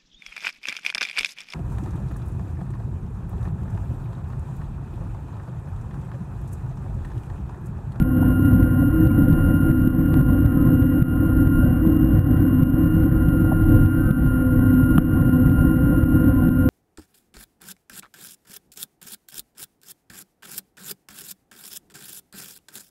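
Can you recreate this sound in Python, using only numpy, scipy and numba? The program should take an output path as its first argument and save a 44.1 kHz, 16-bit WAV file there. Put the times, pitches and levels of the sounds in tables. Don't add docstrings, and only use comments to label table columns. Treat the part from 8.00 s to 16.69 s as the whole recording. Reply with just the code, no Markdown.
import sys
import numpy as np
from scipy import signal
from scipy.fft import rfft, irfft, next_fast_len
from scipy.io import wavfile
from numba import njit

SR = 44100
rng = np.random.default_rng(int(sys.argv[2]) if len(sys.argv) > 2 else 0)


def gain_from_decibels(decibels):
    exponent = np.asarray(decibels, float) / 20
    return 10 ** exponent


def file_out(sig):
    cols = np.atleast_2d(sig).T
    lim = np.clip(cols, -1, 1)
    pcm = np.round(lim * 32767).astype(np.int16)
    wavfile.write(sys.argv[1], SR, pcm)


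N = 383229
SAMPLE_HZ = 12000

# shaft_multiple, level_db_rms, wander_db
SHAFT_ORDERS = [(1, -36, -7.5), (2, -45.5, 6.5), (3, -24.5, 1.5), (4, -30.5, 2), (5, -35, -1.5),
                (7, -49, 7), (12, -60.5, -5), (16, -47, -5.5)]
# time_s, orders_from_ninth
BLADE_LOAD = [(0.0, -.9), (.8, -.9), (1.0, .5), (1.6, .3), (1.95, -.7), (2.4, -.5), (3.0, -.2), (3.35, .4),
              (3.7, -.1), (4.15, .8), (4.5, -.3), (4.9, .4), (5.6, .7), (6.1, -.7), (6.9, -.9), (7.75, -.6),
              (8.0, .5), (8.3, -.8)]
# time_s, grip_db
GEAR_GRIP = [(0.0, 3.5), (.2, -3.2), (.45, 3), (1.0, -1.5), (1.3, 1), (1.95, -1.7), (2.45, -2), (3.0, -3.5),
             (3.645, 4), (3.66, -14), (3.8, 1), (3.83, -13), (4.15, -13.5), (4.5, -6.5), (5.0, -6.5),
             (5.3, 1.5), (6.3, 3), (8.69, 1)]
MESH_SIDEBANDS = [(-12, -56), (-8, -61), (-4, -57), (-1, -62), (1, -63), (4, -54), (12, -64), (16, -66)]
# pitch_hz, level_db_rms
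PROPELLER_TONES = [(55.2, -29), (86.8, -46), (165.9, -31), (676.6, -62), (732.1, -59), (1070.3, -56),
                   (1464.3, -58), (1652.0, -67), (2368.7, -83), (3045.3, -74), (3383.7, -77.5)]
# peak_s, peak_db, pitch_hz, gain_drop_db
SURGES = [(0.0251, -4.5, 156, 7.2), (0.3967, -6.7, 247, 2.4), (0.6302, -3.1, 99, 2.4),
          (1.0725, -4.5, 110, 3.0), (1.3284, -4.3, 148, 3.0), (1.713, -6.4, 128, 2.6),
          (1.876, -2.5, 218, 5.7), (2.2134, -5.9, 146, 5.1), (2.4608, -4.0, 90, 3.2),
          (2.824, -6.0, 93, 0.5), (3.0251, -2.6, 135, 7.4), (3.4751, -4.3, 113, 3.8),
          (3.8737, -3.1, 175, 2.3), (4.1928, -4.5, 101, 5.8), (4.3697, -7.1, 119, 1.8),
          (4.6328, -3.2, 138, 6.5), (5.0322, -7.7, 90, 0.5), (5.2872, -3.7, 138, 1.7),
          (5.4209, -6.6, 185, 0.5), (5.6404, -6.8, 91, 1.9), (5.8616, -6.6, 87, 3.0),
          (6.111, -2.9, 162, 6.9), (6.7416, -6.4, 183, 0.5), (6.8391, -5.0, 111, 2.4),
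          (6.9853, -0.6, 212, 6.5), (7.2956, -5.5, 218, 2.4), (7.4973, -6.7, 146, 2.0),
          (8.0377, -4.3, 103, 3.8), (8.2428, -5.7, 234, 0.5), (8.4911, -4.3, 196, 6.1)]
# start_s, peak_db, ring_hz, t60_s, crack_db
KNOCKS_ON_SHELL = [(.0003, -40, 1400, .01, -36), (.2240, -28, 740, .03, -70), (.2285, -31, 950, .025, -70),
                   (.822, -30, 720, .03, -70), (.830, -27, 520, .04, -70), (2.1415, -26, 1000, .006, -23),
                   (3.630, -25, 560, .04, -70), (3.66, -29, 600, .03, -70), (3.812, -36, 1280, .025, -70),
                   (3.85, -35, 1050, .03, -70), (5.517, -21, 760, .03, -65), (5.522, -29, 1050, .02, -70),
                   (5.527, -24, 620, .03, -70), (1.103, -47, 2300, .04, -80),
                   (6.9802, -25, 3050, .007, -33), (6.9810, -15, 1300, .009, -60),
                   (6.982, -24, 750, .012, -60)]
# freq_hz, density_db_per_hz
FLOW_SPECTRUM = [(12, -30), (26, -14), (36, -3), (150, 0), (200, -6), (320, -8), (400, -26), (600, -28),
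                 (920, -42), (1300, -35), (2050, -45), (2700, -55), (3330, -54), (3450, -70), (6000, -80)]
# pitch_hz, width_hz, level_db_rms
HOUSING_MODES = [(175.3, 47, -30.5), (251.2, 15, -29.5), (276.4, 17.2, -25.5), (314.1, 8.7, -32.5),
                 (510.2, 22, -40), (562.7, 14, -47), (752.6, 49, -46.5), (1047.7, 42, -47),
                 (1454, 70, -47.5), (1540, 110, -54), (1873, 47, -59), (1926, 30, -58), (3090, 220, -66.5)]


def rms_one(x):
    return x / np.sqrt(np.mean(x ** 2) + 1e-20)


def curve(rows):
    time_s, value = np.transpose(rows)
    return np.interp(np.arange(N) / SR, time_s, value)


def drift(rate_hz):
    r = np.exp(-80 * np.pi * rate_hz / SR)
    slow = signal.lfilter([1], [1, -2 * r, r * r], rng.standard_normal(N // 40 + 2002))
    slow = slow[2000:]
    slow = rms_one(slow - slow.mean())
    return np.interp(np.arange(N) / 40, np.arange(len(slow)), slow)


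def tone(turns, level_db, wander_db):
    level = np.sqrt(2) * gain_from_decibels(level_db + wander_db * drift(2.93))
    return level * np.sin(2 * np.pi * (turns + rng.random()))


def ring(x, hz, width_hz):
    r = np.exp(-np.pi * width_hz / SR)
    w = 2 * np.pi * hz / SR
    return signal.lfilter([0, np.sin(w)], [1, -2 * r * np.cos(w), r * r], x + 1e-18)


def shaft_orders(shaft_turns):
    out = sum(tone(k * shaft_turns, db, wander_db) for k, db, wander_db in SHAFT_ORDERS)
    favoured = curve(BLADE_LOAD)
    for order, favoured_db in ((8, -22), (9, -28.5), (10, -24)):
        level_db = favoured_db - 3 * (order - 9 - favoured) ** 2
        out += tone(order * shaft_turns, level_db, 2.5)
    return out


def gear_whine(shaft_turns):
    jolt_s, jolt_db, recover_s = 7.0, 9.5, 0.09
    since_s = np.arange(N) / SR - jolt_s
    grip_db = curve(GEAR_GRIP) - jolt_db * (since_s > 0) * np.exp(-(since_s / recover_s) ** 2)
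    grip_db = grip_db + 0.35 * np.minimum(grip_db, 0) * drift(27.0)
    mesh_turns = np.cumsum(1408.7 * (1 + 0.0012 * drift(8.0))) / SR
    shake_db = 1.5 * drift(7.9)
    second_db = -52.5 - 0.12 * grip_db + shake_db
    grip_db = grip_db + shake_db
    out = tone(mesh_turns, -37.5 + grip_db, 1.0)
    out += tone(2 * mesh_turns, second_db, 0.9)
    out += tone(3 * mesh_turns, -68 + 0.4 * grip_db, 1.2)
    for k, db in MESH_SIDEBANDS:
        out += tone(mesh_turns + k * shaft_turns, db - 1.5 + 3 * drift(14.0), 4.4)
    return out


def propeller_tones():
    steady_s = np.cumsum(1 + 0.00098 * drift(2.8)) / SR
    return sum(tone(hz * steady_s, db, 3.0) for hz, db in PROPELLER_TONES)


def motor():
    shaft_turns = np.cumsum(31.75 * (1 + 0.004125 * drift(5.45))) / SR
    return shaft_orders(shaft_turns) + gear_whine(shaft_turns) + propeller_tones()


def surges(hum, cycles, share):
    out = hum.copy()
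    rumble = signal.sosfiltfilt(signal.butter(2, 400, fs=SR, output="sos"), hum)
    for peak_s, db, hz, _ in SURGES:
        at = np.arange(max(round((peak_s - 0.03) * SR), 0), round((peak_s + 0.03) * SR))
        turns = (at / SR - peak_s) * hz
        bell = np.exp(-(turns / cycles) ** 2)
        sign = np.sign(bell @ rumble[at])
        swing = sign * gain_from_decibels(db - 1.0) * np.cos(2 * np.pi * turns)
        out[at] += bell * (swing - share * rumble[at])
    return out


def knocks():
    out = np.zeros(N + SR)
    click = np.append(1.0, np.zeros(SR // 5))
    for start_s, db, hz, t60_s, crack_db in KNOCKS_ON_SHELL:
        width_hz = np.log(1000) / (np.pi * t60_s)
        softened = ring(ring(click, hz, width_hz), hz, 4 * width_hz)
        tap = gain_from_decibels(db) * softened * 16 * np.pi * width_hz / SR
        crack = gain_from_decibels(crack_db + 20) * signal.lfilter([0.3], [1, -0.7], click)
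        out[round(start_s * SR):][:len(click)] += tap + crack
    return out[:N]


def turbulence(lumps_db, patchy_db):
    size = next_fast_len(N)
    log_hz = np.log(np.arange(size // 2 + 1) * SR / size + 1)
    flow_hz, flow_db = np.transpose(FLOW_SPECTRUM)
    noise = rfft(rng.standard_normal(size)) * gain_from_decibels(np.interp(log_hz, np.log(flow_hz), flow_db))
    centres_hz = 30 * 2.0 ** np.arange(9)
    out = np.zeros(N)
    for centre_hz, share in zip(centres_hz, np.eye(9)):
        patch = np.interp(log_hz, np.log(centres_hz), share)
        level_db = lumps_db * (centre_hz < 700) + patchy_db * drift(19.0)
        out += irfft(noise * patch, size)[:N] * gain_from_decibels(level_db)
    return gain_from_decibels(-20) * rms_one(out)


def shell_ringing(lumps_db):
    white = rng.standard_normal(N) * gain_from_decibels(0.79 * lumps_db)
    out = np.zeros(N)
    for hz, width_hz, db in HOUSING_MODES:
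        pole_hz = 1.57 * width_hz
        out += gain_from_decibels(db) * rms_one(ring(ring(white, hz, pole_hz), hz, pole_hz))
    return out


def flow(patchy_db):
    lumps_db = 2 * drift(7.0)
    return turbulence(lumps_db, patchy_db) + shell_ringing(lumps_db)


def scene():
    hum = motor() + flow(patchy_db=2.0)
    return (surges(hum, cycles=0.68, share=0.9) + knocks())[None]


@njit
def stepped_gain(x, drops_db, ticks, rise_db, step_db, top):
    out, wanted_db, used_db = x.copy(), 0.0, 0.0
    for i in range(len(x)):
        wanted_db = min(wanted_db + rise_db, 0.0) - drops_db[i]
        if ticks[i]:
            wanted_db -= step_db * (abs(x[i]) * 10 ** (used_db / 20) > top)
            used_db += step_db * np.sign(np.round((wanted_db - used_db) / step_db))
        out[i] = x[i] * 10 ** (used_db / 20)
    return out


def roll_off(x):
    return signal.sosfilt(signal.butter(12, 15240, fs=SR, output="sos"), x)


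def record(dry):
    x = signal.resample_poly(dry[0], 40, 147)
    drops_db = np.zeros(len(x))
    surge_at = [round((row[0] - 0.0002) * SAMPLE_HZ) for row in SURGES]
    drops_db[surge_at] = 0.85 * np.array(SURGES)[:, 3]
    ticks = rng.random(len(x)) < 2000 / SAMPLE_HZ
    x = stepped_gain(x, drops_db, ticks, 36.0 / SAMPLE_HZ, 0.7, 0.9)
    x = x + gain_from_decibels(-39.5) * x * np.abs(x) ** 0.39 * rng.standard_normal(len(x))
    x = x / (1 + (x / 0.97) ** 8) ** (1 / 8)
    x = (x + 0.85 * np.append(x[1:], 0)) / 1.85
    held = signal.resample_poly(np.repeat(x, 4), 147, 160)[None, :N]
    return roll_off(held)


dry = scene()
out = record(dry)
file_out(out)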